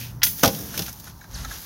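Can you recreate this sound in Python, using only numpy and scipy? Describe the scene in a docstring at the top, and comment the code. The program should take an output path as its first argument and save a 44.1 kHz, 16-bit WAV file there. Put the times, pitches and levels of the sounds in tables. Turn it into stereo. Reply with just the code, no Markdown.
"""Dry leaves rustle over a low rumble of air as a chainsaw, engine off, is lifted in a wood.
It swings against a stump: a sharp metal clack, then the bar knocks into the ringing wood and the loose
chain chatters. The soil thumps and twigs snap underfoot. The bar scrapes into place, taps lightly and
squeaks as steel sticks and slips on wood. The trees scatter a short echo of the saw."""
import sys
import numpy as np
from scipy import signal
from scipy.fft import rfft, irfft
from scipy.io import wavfile
from scipy.ndimage import map_coordinates

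SR = 44100
rng = np.random.default_rng(int(sys.argv[2]) if len(sys.argv) > 2 else 0)


def dump(signal):
    """Clip the signal to [-1, 1] and save it as 16-bit WAV at the path in sys.argv[1]."""
    limited = np.clip(np.atleast_2d(signal).T, -1, 1)
    pcm = np.round(limited * 32767).astype(np.int16)
    wavfile.write(sys.argv[1], SR, pcm)


N = 72765
TIME = np.arange(N) / SR
TOP_HZ = 15850


def undb(db):
    return 10 ** (np.asarray(db) / 20)


def unit(x):
    return x / np.sqrt(np.mean(x ** 2))


def gains(points):
    """Gain at every frequency from (Hz, dB) points."""
    hz, db = np.array(points, float).T
    bin_hz = np.arange(N + 1) * SR / (2 * N)
    return undb(np.interp(np.log(bin_hz + 1), np.log(hz), db))


def colour(x, points):
    """Minimum-phase EQ through (Hz, dB) points."""
    cepstrum = irfft(np.log(gains(points)))
    cepstrum[1:N] *= 2
    cepstrum[N + 1:] = 0
    return irfft(rfft(x, 2 * N) * np.exp(rfft(cepstrum)))[..., :N]


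def lowpass(x, hz):
    return signal.sosfilt(signal.butter(3, min(hz, .45 * SR), fs=SR, output="sos"), x)


def highpass(x, hz):
    return signal.sosfilt(signal.butter(3, hz, "high", fs=SR, output="sos"), x)


# Stereo width. Each row: frequency in Hz, each side's own noise against the shared noise in dB.
WIDTH = [(60, -11), (300, -14.5), (800, -0.5), (1600, -2.5), (3500, 0), (8000, 0), (16000, 4)]
def noise(points, grain=1):
    """Coloured stereo noise, narrow in the bass and wide in the treble."""
    parts = rfft(rng.standard_normal((3, N)) * grain, 2 * N)
    spread = gains(WIDTH)
    stereo = irfft((parts[0] + spread * parts[1:]) / np.hypot(1, spread))[:, :N]
    return unit(colour(stereo, points))


def grains(per_s, scatter_db):
    """Sizes of tiny random cracks, a few much louder than the rest."""
    sizes = undb(scatter_db * np.minimum(rng.exponential(size=N), 5))
    return sizes[(TIME * per_s).astype(int)]


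def fade(t60):
    return np.exp(-np.log(1000) * TIME / t60)


def attack(seconds):
    return 1 - np.exp(-TIME / seconds)


def swell(centre_s, half_s):
    return np.exp(-((TIME - centre_s) / half_s) ** 2 / 2)


def ride(points):
    return np.interp(TIME, *np.array(points).T)


def at(start, x):
    return np.pad(x, ((0, 0), (int(start * SR), 0)))[:, :N]


def ring(modes):
    return sum(undb(db) * fade(t60) * np.sin(2 * np.pi * hz * TIME) for hz, db, t60 in modes)


# Fader ride of the rustle. Each row: time in seconds, level in dB.
RUSTLE_RIDE = [(0, -32.5), (0.08, -41), (0.14, -50), (0.21, -57), (0.27, -29.5), (0.35, -43.5),
               (0.39, -29.5), (0.5, -31), (0.64, -34), (0.72, -39), (0.82, -32), (0.96, -43), (1.0, -43),
               (1.1, -51.5), (1.17, -49.5), (1.3, -52.5), (1.36, -54), (1.54, -37), (1.65, -35)]
# Crisp leaf tone. Each row: frequency in Hz, gain in dB.
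LEAF_EQ = [(300, 3.5), (900, -13.5), (1600, -1), (2600, -7), (4000, 1), (6500, 2), (8000, -8), (9700, -1.5),
           (11500, 6.5), (16000, 3)]
def leaves():
    """Dry leaves crackle under shifting feet."""
    return undb(ride(RUSTLE_RIDE)) * noise(LEAF_EQ, grains(per_s=12000, scatter_db=3))


# Fader ride of the rumble. Each row: time in seconds, level in dB.
RUMBLE_RIDE = [(0, -43), (0.15, -40.5), (0.3, -39.5), (0.5, -51.5), (0.7, -45), (0.82, -35.5), (0.97, -48),
               (1.1, -44), (1.2, -49.5), (1.4, -37.5), (1.55, -44), (1.65, -47.5)]
# Dark rumble and thin hiss. Each row: frequency in Hz, gain in dB.
RUMBLE_EQ = [(20, -42), (35, -8.5), (55, -2), (120, -5), (200, -8.5), (350, -23.5), (700, -33), (2000, -37),
             (6000, -115)]
HISS_EQ = [(100, 4.5), (500, 0.5), (900, 14.5), (1600, -2.5), (2600, -29), (6000, 0), (8000, -43),
           (15000, 1.5)]
def air():
    """Low rumble with a passing hum, a faint outdoor hiss and a puff of wind on the right mic port."""
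    hum_hz, puff_hz = 118.1, 51.8
    rumble = undb(ride(RUMBLE_RIDE)) * noise(RUMBLE_EQ)
    hum = undb(-34) * swell(0.029, 0.17) * np.sin(2 * np.pi * hum_hz * TIME)
    puff_eq = [(puff_hz / 2, -24), (puff_hz, 0), (puff_hz * 2, -16), (1200, -60)]
    puff = undb([[-60.5], [-28.5]]) * swell(1.403, 0.066) * noise(puff_eq)
    hiss = undb(-53) * noise(HISS_EQ)
    return rumble + hum + hiss + puff


# Papery brush of the lift. Each row: frequency in Hz, gain in dB.
SWING_EQ = [(500, -10), (1700, -12), (2600, -0.5), (3300, -5), (5000, -2), (6500, -13), (8000, -17),
            (15000, -10)]
def swing():
    """The saw brushes through dry litter as it is lifted."""
    return undb(-39) * swell(0.03, 0.044) * noise(SWING_EQ, grains(per_s=690, scatter_db=2))


def chain_ring(count=200, t60=0.25):
    """Many links jingle, each with its own pitch and decay."""
    links = (np.sin(2 * np.pi * (TOP_HZ * pitch * TIME + phase)) * fade(t60 * 2 ** (life - .5))
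             for pitch, phase, life in rng.random((count, 3)))
    return sum(links) / np.sqrt(count)


# Metal hits. Each row: start in seconds, level in dB, low-pass cutoff in Hz.
CLACK_HITS = [(0.219, -7.5, 3040), (0.2275, -9.5, 3000), (0.2325, 2, 17100), (0.2671, -9.5, 3650)]
# Ring of the saw. Each row: frequency in Hz, level in dB, time to fall 60 dB in seconds.
SAW_RING = [(877, -12.5, 0.22), (1440, -4.5, 0.09), (1674, -1, 0.024), (1994, 1.5, 0.053),
            (2580, -1, 0.049), (3375, 2, 0.046), (3600, -11, 0.2), (4200, -13, 0.26), (4700, -4.5, 0.19),
            (4860, -9, 0.12), (5560, -5, 0.13), (6180, -6, 0.18), (6550, -9, 0.17), (6880, -9.5, 0.2)]
# Hard crack and bright jingle. Each row: frequency in Hz, gain in dB.
CRACK_EQ = [(200, 0), (650, -18.5), (950, -1), (1200, -15), (1550, -2), (2500, -3.5), (4500, 5),
            (6500, 2.5), (8000, -16), (11000, -23), (14000, -21), (15000, 1), (16000, -6.5)]
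CHAIN_EQ = [(300, -40), (1200, -44), (2000, -12), (3000, -8.5), (6000, -0.5), (8000, -5.5), (11000, 5),
            (13800, 5), (14900, 14), (16000, 3.5)]
def clacks():
    """Metal meets metal: a crack, the saw's ring and a jingle of chain links."""
    links = undb(-13) * colour(np.array([chain_ring(), chain_ring()]), CHAIN_EQ)
    metal = undb(-24) * ring(SAW_RING) + links
    out = 0
    for start, db, cutoff_hz in CLACK_HITS:
        crack = undb(-8) * noise(CRACK_EQ) * fade(t60=0.047)
        out += undb(db) * at(start, lowpass(crack + metal, cutoff_hz))
    return highpass(out, hz=920)


# Bar and chain hit the stump.
# Each row: start in seconds, wood level in dB, wood low-pass cutoff in Hz, chain snap level in dB.
STUMP_HITS = [(0.4288, -31, 1500, -21), (0.4310, -11.5, 1710, -8), (0.4335, -13.5, 3000, 1.5),
              (0.4352, 5, 3500, 0), (0.4408, 0.5, 1730, -9), (0.4470, -2, 1000, -2.5),
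              (0.4566, -6.5, 890, -4), (0.4584, -10, 890, -4), (0.4680, -5, 653, -18),
              (0.4763, -11.5, 610, -4.5), (0.4850, -5.5, 698, -18), (0.5475, -35, 900, -18),
              (0.7765, -27, 1530, -7.5), (0.7922, -21, 1470, -8), (0.8212, -40, 900, -13),
              (0.8630, -49, 910, -16.5)]
# Ring of the stump. Each row: frequency in Hz, level in dB, time to fall 60 dB in seconds.
STUMP_RING = [(153.6, -16, 0.58), (202, -10, 0.69), (300, -17, .15), (353.2, -11.5, 0.29),
              (471.8, -6.5, 0.25), (504, -9.5, 0.16), (542, -0.5, 0.2), (660, -17, 0.099),
              (686.6, -0.5, 0.16), (798.6, 6, 0.24), (1083, -19, 0.27), (1201, -2.5, 0.052),
              (1471, 8.5, 0.089)]
# Woody thud and sharp chain snap. Each row: frequency in Hz, gain in dB.
THUD_EQ = [(35, -40), (70, -18.5), (170, -4), (290, 6.5), (380, -21.5), (550, -0.5), (850, 0.5), (1100, -5),
           (1450, -2), (2100, -18.5), (5000, -57)]
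SNAP_EQ = [(300, -25), (1200, -9), (2300, -4.5), (4000, 2), (5300, 3.5), (6400, -1), (7800, -11),
           (10000, -5), (13000, 0.5), (16000, -3.5)]
def knocks():
    """Each contact thuds in the stump, duller as the bar settles, and snaps the chain against the bar."""
    stump = undb(-23) * ring(STUMP_RING)
    rattle = undb(-11.5) * fade(t60=0.12)  # loose links chatter on after each snap
    snap_shape = attack(0.00085) * (fade(t60=0.019) + rattle)
    out = 0
    for start, wood_db, cutoff_hz, snap_db in STUMP_HITS:
        thud = undb(-13) * noise(THUD_EQ) * fade(t60=0.063)
        wood = undb(wood_db) * lowpass(stump + thud, cutoff_hz)
        snap = undb(snap_db - 7) * noise(SNAP_EQ) * snap_shape
        out += at(start, wood + snap)
    return out


# The stump rocks, then weight shifts. Each row: centre in seconds, half length in seconds, level in dB.
THUMP_SWELLS = [(0.476, 0.018, -21.5), (0.638, 0.043, -36.5), (0.798, 0.024, -34), (1.289, 0.0077, -49.5)]
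# Muffled earth tone. Each row: frequency in Hz, gain in dB.
SOIL_EQ = [(25, -35), (55, -4), (90, -4), (170, -1), (260, -7), (400, -7), (650, -15.5), (1200, -33),
           (4000, -49)]
def thumps():
    """The soil takes the weight with a soft, low thump."""
    weight = sum(undb(db) * swell(centre, half) for centre, half, db in THUMP_SWELLS)
    return weight * noise(SOIL_EQ)


# Ticks in the litter. Each row: start in seconds, level in dB.
TWIG_SNAPS = [(0.516, -18), (0.59, 1), (0.9284, 0), (0.999, -4.5), (1.004, -5), (1.042, -4), (1.102, -19),
              (1.312, -9)]
# Brittle top end. Each row: frequency in Hz, gain in dB.
TWIG_EQ = [(600, -5), (2200, -9), (4500, 3), (6500, 8), (8000, -3), (12000, 7), (16000, 9)]
def twigs():
    """Dry twigs and leaf stalks snap one at a time."""
    shape = undb(-27.5) * fade(t60=0.029)
    return sum(undb(db) * at(start, noise(TWIG_EQ) * shape) for start, db in TWIG_SNAPS)


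# The bar slides on wood. Each row: centre in seconds, half length in seconds, level in dB.
SLIDES = [(0.775, 0.058, -35.5), (0.889, 0.012, -38), (1.075, 0.029, -42.5), (1.236, 0.017, -54.5),
          (1.396, 0.05, -38), (1.537, 0.031, -37)]
# Broad rasp. Each row: frequency in Hz, gain in dB.
SCRAPE_EQ = [(150, -17), (400, -3), (800, -0.5), (1600, 1), (2300, -5), (3800, 1), (6500, 3), (7800, -9.5),
             (12000, 4.5), (16000, -53)]
def scrapes():
    """Teeth catch on wood fibres in short gritty slides."""
    effort = sum(undb(db) * swell(centre, half) for centre, half, db in SLIDES)
    return effort * noise(SCRAPE_EQ, grains(per_s=700, scatter_db=1.5))


# Light taps. Each row: start in seconds, level in dB, pitch in Hz.
BAR_TAPS = [(0.742, -3.5, 1490), (0.880, -7.5, 1385), (1.071, -11, 1470), (1.2098, -12, 1625),
            (1.241, -16, 1590), (1.4435, -7, 1325), (1.4472, 0, 1302), (1.5104, -5, 1660)]
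# Ring of the wedged bar. Each row: multiple of the pitch, level in dB, time to fall 60 dB in seconds.
BAR_RING = [(1, 1, 0.069), (1.38, -16, 0.17), (3.1, -13, 0.039)]
# Hollow click. Each row: frequency in Hz, gain in dB.
TAP_EQ = [(300, -26), (800, 2.5), (1100, -25), (1310, 4), (1480, 2.5), (1700, 3), (2150, -10), (3200, -17),
          (4000, 1), (4600, -29), (6500, -2.5), (8000, -22), (15000, -10.5)]
def taps():
    """Soft, hollow contacts of the bar in the cut; where it touches sets the pitch of its ring."""
    out = 0
    for start, db, hz in BAR_TAPS:
        bar = undb(-6) * ring([(hz * multiple, mode_db, t60) for multiple, mode_db, t60 in BAR_RING])
        click = noise(TAP_EQ) * fade(t60=0.046)
        out += undb(db - 26) * at(start, attack(0.00088) * (bar + click))
    return out


# Two tiny chirps. Each row: start in seconds, length in seconds, level in dB.
BAR_SQUEAKS = [(1.3385, .029, -36), (1.369, .013, -42)]
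def squeaks():
    """Steel sticks and slips unevenly on wood; the pitch falls as the bar stops."""
    from_hz, to_hz, fall_s = 7900, 3700, .0095
    jitter_depth, flutter_db = .034, 3
    hz = to_hz + (from_hz - to_hz) * np.exp(-TIME / fall_s)
    out = 0
    for start, length, db in BAR_SQUEAKS:
        jitter, grip = unit(lowpass(rng.standard_normal((2, N)), hz=470))
        phase = 2 * np.pi * np.cumsum(hz * (1 + jitter_depth * jitter)) / SR
        arch = np.sqrt(np.abs(np.sin(np.pi * np.minimum(TIME / length, 1))))
        tone = np.sin(phase) + undb(-10) * np.sin(2 * phase)
        chirp = undb(db + flutter_db * grip) * arch * tone
        out += at(start, np.array([chirp, chirp]))
    return out


# Tone of the echo, mids scooped. Each row: frequency in Hz, gain in dB.
ECHO_EQ = [(50, -15), (170, 7), (500, -8.5), (900, -9.5), (2000, -16), (6000, -6), (16000, 1.5)]
def tree_echo(x):
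    """Trunks scatter an echo that builds up and fades."""
    scatter = noise([(20, 0), (20000, 0)]) * attack(0.088) * fade(t60=0.83)
    response = colour(unit(scatter) / np.sqrt(N), ECHO_EQ)
    return undb(-15.5) * signal.fftconvolve(x, response, axes=1)[:, :N]


# The left port's head start shrinks as the mic turns. Each row: time in seconds, lead in seconds.
MIC_TURN = [(0.95, 0.0003424), (1.12, 0.00003)]
def scene():
    """The saw, its echo and the litter reach the left port slightly early, over a bed of air."""
    saw = swing() + clacks() + knocks() + thumps() + scrapes() + taps() + squeaks()
    left, right = saw + tree_echo(saw) + leaves() + twigs()
    early_left = map_coordinates(left, [(TIME + ride(MIC_TURN)) * SR], order=3, mode="mirror")
    return np.array([early_left, right]) + air()


# Pan across the spectrum. Each row: frequency in Hz, left minus right in dB.
MIC_PAN = [(60, -1), (200, 1.5), (500, 4.5), (1000, 10), (1500, 13.5), (3000, 9.5), (4500, 5.5),
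           (6500, 11.5), (8500, 2), (12000, 1), (15000, -2)]
def record(dry):
    """The left port hears more midrange; deep bass is cut, peaks clip at full scale and the top is cut."""
    tilt = np.sqrt(gains(MIC_PAN))
    ports = irfft(rfft(dry, 2 * N) * np.array([tilt, 1 / tilt]))[:, :N]
    clipped = np.clip(highpass(ports, hz=39), -1, 1)
    top_cut = signal.ellip(10, .2, 70, TOP_HZ, fs=SR, output="sos")
    return signal.sosfilt(top_cut, clipped)


dry = scene()
out = record(dry)
dump(out)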